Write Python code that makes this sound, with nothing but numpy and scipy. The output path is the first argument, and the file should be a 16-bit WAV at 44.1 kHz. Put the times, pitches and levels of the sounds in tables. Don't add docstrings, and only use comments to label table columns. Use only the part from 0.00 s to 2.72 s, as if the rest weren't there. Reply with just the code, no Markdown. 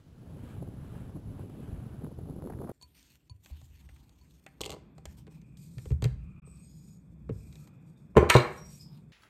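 import sys
import numpy as np
from scipy import signal
from scipy.fft import rfft, irfft
from scipy.io import wavfile
from scipy.ndimage import uniform_filter1d, map_coordinates

SR = 44100
rng = np.random.default_rng(int(sys.argv[2]) if len(sys.argv) > 2 else 0)


def gain_from_db(level_db):
    decades = np.asarray(level_db, float) / 20
    return 10 ** decades


def materialize(psi):
    bounded = np.clip(np.atleast_2d(psi).T, -1, 1)
    quanta = np.round(bounded * 32767).astype(np.int16)
    wavfile.write(sys.argv[1], SR, quanta)


N = 119952


def read(points, hz):
    point_hz, level_db = np.transpose(points)
    return np.interp(np.log(hz + 1), np.log(point_hz + 1), level_db)


def evened(x):
    return x / np.sqrt(np.mean(x ** 2) + 1e-20)


def curve(table, column):
    rows = np.array(table)
    return np.interp(np.arange(N) / SR, rows[:, 0], rows[:, column])


def lumps(rate_hz):
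    b, a = signal.butter(2, rate_hz, fs=SR)
    return evened(signal.lfilter(b, a, rng.standard_normal(N)))


def noise(spectrum, patchy_db, size):
    frames = 4 * N // size + 5
    hz = np.fft.rfftfreq(size, 1 / SR)
    real, imag, patches = rng.standard_normal((frames, len(hz), 3)).T
    patches = uniform_filter1d(patches, size=5, axis=0)
    patches = evened(uniform_filter1d(patches, size=5, axis=1))
    level_db = read(spectrum, hz)[:, None] + patchy_db * patches
    spectra = (real + 1j * imag) * gain_from_db(level_db)
    return evened(signal.istft(spectra, nperseg=size, noverlap=3 * size // 4)[1][:N])


def wind():
    # start_s, strength_db, small_eddies_db
    gusts = [(0.0, -55, -9), (0.06, -54.5, -10), (0.33, -43, -6.5), (1.07, -43, -5.5), (1.14, -44, -5.5),
             (1.17, -40.5, 0.5), (1.21, -48, -7), (1.3, -39.5, -10.5), (1.67, -44.5, -3.5),
             (1.69, -38, -9.5), (2.08, -49, 0.5), (2.14, -47.5, -3), (2.19, -44.5, -5), (2.72, -42, 1)]
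    # frequency_hz, density_db (per Hz)
    large_eddies = [(12, -20), (20, -15.5), (65, -1), (129, -1), (220, -7), (394, -21), (897, -31),
                    (2640, -66)]
    # frequency_hz, density_db (per Hz)
    small_eddies = [(60, -29.5), (150, -3.5), (260, 2.5), (450, -6), (800, -15.5), (1500, -26.5),
                    (2500, -47.5), (5000, -66)]
    strength_db, small_db = curve(gusts, column=1), curve(gusts, column=2)
    rumble = noise(large_eddies, patchy_db=0.0, size=2048)
    rumble = rumble * gain_from_db(-2.5 + 0.41 * lumps(rate_hz=12))
    flutter = noise(small_eddies, patchy_db=2.5, size=512)
    flutter = flutter * gain_from_db(-6 + small_db + 2.04 * lumps(rate_hz=74))
    return gain_from_db(strength_db) * (rumble + flutter)


def turbine():
    # start_s, level_db, brightness_db
    blades = [(0.0, -71, 4), (0.01, -86, -4.5), (0.42, -68, 1.8), (0.51, -63.5, 0), (0.58, -69.5, 0.5),
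              (0.69, -75, -1), (0.98, -65, -1.2), (1.2, -78.5, -1.5), (1.43, -67.5, -2), (1.45, -73.5, 9),
              (1.64, -67.5, 0), (2.05, -73.5, -4), (2.07, -75.5, 1), (2.67, -82.5, 3), (2.7, -66, -13),
              (2.72, -90, -4)]
    # frequency_hz, density_db (per Hz)
    swish_spectrum = [(200, 1), (500, 7), (1000, 5), (1600, 4), (2000, -2), (3000, -1), (4200, -9.5),
                      (5500, -16.5)]
    level_db, brightness_db = curve(blades, column=1), curve(blades, column=2)
    body = noise(swish_spectrum, patchy_db=1.5, size=1024)
    high_pass = signal.firwin(101, 1930, pass_zero=False, fs=SR)
    top = signal.oaconvolve(body, high_pass, "same")
    swish = (body - top) * gain_from_db(-brightness_db) + top
    swish = swish * gain_from_db(5 + level_db + 0.39 * lumps(rate_hz=35))
    tone_hz, tone_db = 2998, -90
    tone = np.sqrt(2) * np.sin(2 * np.pi * tone_hz * np.arange(N) / SR)
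    return swish + gain_from_db(tone_db) * tone


def flicks(table, gain_db, turns, rough, below_db, above_db):
    size = 4096
    out = np.zeros(N + size)
    t, hz = (np.arange(size) - size // 2) / SR, np.fft.rfftfreq(size, 1 / SR)
    draws, phases = rng.standard_normal((len(table), size)), 2 * np.pi * rng.random(len(table))
    for (start_s, peak_db, centre_hz), draw, phase in zip(table, draws, phases):
        octaves = np.log2((hz + 1) / centre_hz)
        rise_db = -below_db * octaves
        fall_db = above_db * octaves - 3.5 * octaves ** 2
        colour = gain_from_db(np.where(octaves > 0, fall_db, rise_db))
        bell = np.exp(-(t * centre_hz / turns) ** 2)
        swing = np.fft.fftshift(irfft(colour * np.exp(1j * phase)))
        roughness = rough * evened(irfft(rfft(draw) * colour))
        burst = bell * (swing / abs(swing).max() + roughness)
        at = round(start_s * SR)
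        out[at:at + size] += gain_from_db(peak_db + gain_db) * burst / abs(burst).max()
    return out[size // 2:N + size // 2]


def eddies():
    # start_s, peak_db, centre_hz
    large = [(0.333, -34.5, 99), (0.412, -34.5, 94), (0.437, -35, 123), (0.455, -46, 85),
             (0.477, -39.5, 75), (0.508, -39, 96), (0.557, -32.5, 116), (0.583, -31.5, 101),
             (0.616, -30.5, 150), (0.634, -33.5, 165), (0.687, -31.5, 135), (0.711, -44, 102),
             (0.786, -44, 116), (0.802, -45, 140), (0.829, -40, 102), (0.848, -39, 115), (0.925, -34, 113),
             (0.945, -38.5, 135), (0.968, -36, 117), (1.019, -33, 117), (1.067, -33.5, 132),
             (1.095, -36.5, 90), (1.156, -32.5, 117), (1.176, -36, 157), (1.263, -37.0, 125),
             (1.283, -56, 127), (1.308, -33, 124), (1.328, -52, 134), (1.377, -37.4, 140), (1.41, -34, 114),
             (1.434, -33.1, 107), (1.541, -41, 177), (1.6, -41, 119), (1.633, -33.5, 155),
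             (1.687, -54, 114), (1.731, -28, 96), (1.786, -36, 96), (1.83, -34.5, 128), (1.865, -32, 126),
             (1.931, -37, 120), (1.992, -34.5, 115), (2.04, -34, 169), (2.056, -31.5, 146),
             (2.081, -35.5, 118), (2.126, -36, 158), (2.163, -46, 102), (2.188, -36, 116),
             (2.239, -34.3, 120), (2.262, -36, 84), (2.307, -30, 134), (2.365, -36, 112), (2.386, -33, 140),
             (2.431, -32, 139), (2.519, -35.5, 165), (2.552, -36, 99), (2.573, -36, 88), (2.611, -35, 161),
             (2.651, -35, 177), (2.675, -48, 139), (2.698, -43, 156)]
    # start_s, peak_db, centre_hz
    middle = [(0.4403, -37, 252), (0.5473, -42.3, 248), (0.5668, -43.4, 350.0), (0.6271, -32.5, 357),
              (0.6767, -41, 360.0), (0.6896, -41, 320.0), (0.74, -42.7, 343), (0.9392, -41.0, 247),
              (0.9693, -41, 270.0), (1.0068, -38, 220.0), (1.0183, -39, 235), (1.0927, -42, 240.0),
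              (1.1578, -43, 264), (1.1669, -41.5, 303), (1.1754, -36.5, 218), (1.2693, -37, 222),
              (1.3023, -54, 220.0), (1.3952, -36.5, 332), (1.439, -38, 270.0), (1.5005, -42, 300.0),
              (1.544, -39, 220.0), (1.5871, -39.5, 280.0), (1.6064, -36, 267), (1.6318, -51, 220.0),
              (1.7188, -50, 248), (1.7446, -43.2, 220.0), (1.8608, -61, 260.0), (2.0233, -39, 410.0),
              (2.047, -28.5, 253), (2.0733, -36, 300.0), (2.118, -38.5, 425), (2.1912, -38, 384),
              (2.2158, -40, 332), (2.2411, -48, 270.0), (2.2745, -36, 248), (2.2887, -36, 340.0),
              (2.2981, -32.5, 254), (2.3268, -38, 303), (2.3653, -34, 294), (2.3771, -50, 298),
              (2.3903, -38, 320.0), (2.4011, -51, 280.0), (2.423, -35.5, 360), (2.442, -35.5, 387),
              (2.4528, -31, 307), (2.4619, -28.5, 285), (2.4742, -32.1, 322), (2.4871, -40, 350.0),
              (2.5024, -30.5, 467), (2.5178, -64, 250.0), (2.5398, -43, 282), (2.572, -51, 320.0),
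              (2.6046, -33, 387), (2.6167, -30.5, 402), (2.631, -40, 340.0), (2.6408, -34, 360.0),
              (2.6499, -43, 286), (2.6768, -45, 350.0), (2.6961, -27.5, 390), (2.7151, -34, 273)]
    # start_s, peak_db, centre_hz
    smallest = [(0.627, -44, 700), (0.674, -68, 700), (0.8473, -48.5, 1280.0), (0.9468, -64, 940.0),
                (0.9577, -51, 1220.0), (1.0959, -46, 810), (1.3953, -41.5, 730.0), (1.5003, -45.5, 960),
                (2.0468, -40, 1230), (2.0666, -43.5, 940), (2.0725, -59, 850.0), (2.1156, -64, 730.0),
                (2.123, -59, 800), (2.1908, -44.5, 724), (2.1964, -58, 820.0), (2.2727, -68, 770.0),
                (2.297, -47, 730.0), (2.3124, -49.5, 730.0), (2.3647, -46, 730.0), (2.3819, -60, 1010.0),
                (2.4008, -49, 730.0), (2.4232, -44, 1110.0), (2.4286, -51, 860.0), (2.4427, -55.2, 730.0),
                (2.4525, -55, 1240.0), (2.4569, -50, 920.0), (2.474, -40.5, 865), (2.4807, -71, 730.0),
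                (2.4865, -70, 860.0), (2.501, -45, 1400.0), (2.5051, -38.5, 1070), (2.5151, -63, 790.0),
                (2.5238, -42, 1030.0), (2.527, -53, 1760), (2.5364, -41.5, 1080), (2.54, -50.8, 1210.0),
                (2.5437, -60, 1040.0), (2.5478, -67, 750.0), (2.5715, -58, 730.0), (2.5888, -46.5, 1270.0),
                (2.613, -61, 730.0), (2.6167, -59, 845), (2.6206, -38, 810), (2.6348, -57, 1520.0),
                (2.6446, -43.0, 1310), (2.6475, -39, 820.0), (2.6563, -60, 1520.0), (2.6592, -61, 895),
                (2.6704, -60, 890.0), (2.6745, -42, 1050.0), (2.6877, -68, 890.0), (2.6922, -39, 790),
                (2.6969, -38, 780.0), (2.6997, -66, 970.0), (2.7047, -57, 1000.0), (2.7082, -58, 930.0),
                (2.7132, -70, 1170.0)]
    thumps = flicks(large, gain_db=-0.3, turns=2.3, rough=0.22, below_db=-14.5, above_db=-14)
    buffets = flicks(middle, gain_db=-1.0, turns=2.0, rough=0.29, below_db=-16.5, above_db=-13)
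    pops = flicks(smallest, gain_db=0.5, turns=2.4, rough=0.19, below_db=-4, above_db=-15.5)
    return thumps + buffets + pops


def scene():
    return (wind() + eddies() + turbine())[None]


def top_cut(x):
    return signal.sosfilt(signal.butter(12, 15740, fs=SR, output="sos"), x)


def record(dry):
    camera_hz, held_hz = 11024, 48000
    ceiling, step = gain_from_db(-26), gain_from_db(-64.5)
    x = np.pad(dry[0], (0, 600), "reflect")
    x = ceiling * np.tanh(x / ceiling)
    x = signal.oaconvolve(x, signal.firwin(255, 5500, fs=SR), "same")
    sample_at = np.arange(len(x) * camera_hz // SR + 2) * SR / camera_hz
    slow = map_coordinates(x, [sample_at], order=3, mode="nearest")
    slow = slow + step * (rng.random(len(slow)) - .5)
    held = slow[np.arange(len(x) * held_hz // SR) * camera_hz // held_hz]
    out = signal.resample_poly(held, SR // 300, held_hz // 300)
    top_filter = signal.firwin(511, 15790, window=("kaiser", 9), fs=SR)
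    out = signal.oaconvolve(out, top_filter, "same")[:N]
    return top_cut(out[None])


dry = scene()
out = record(dry)
materialize(out)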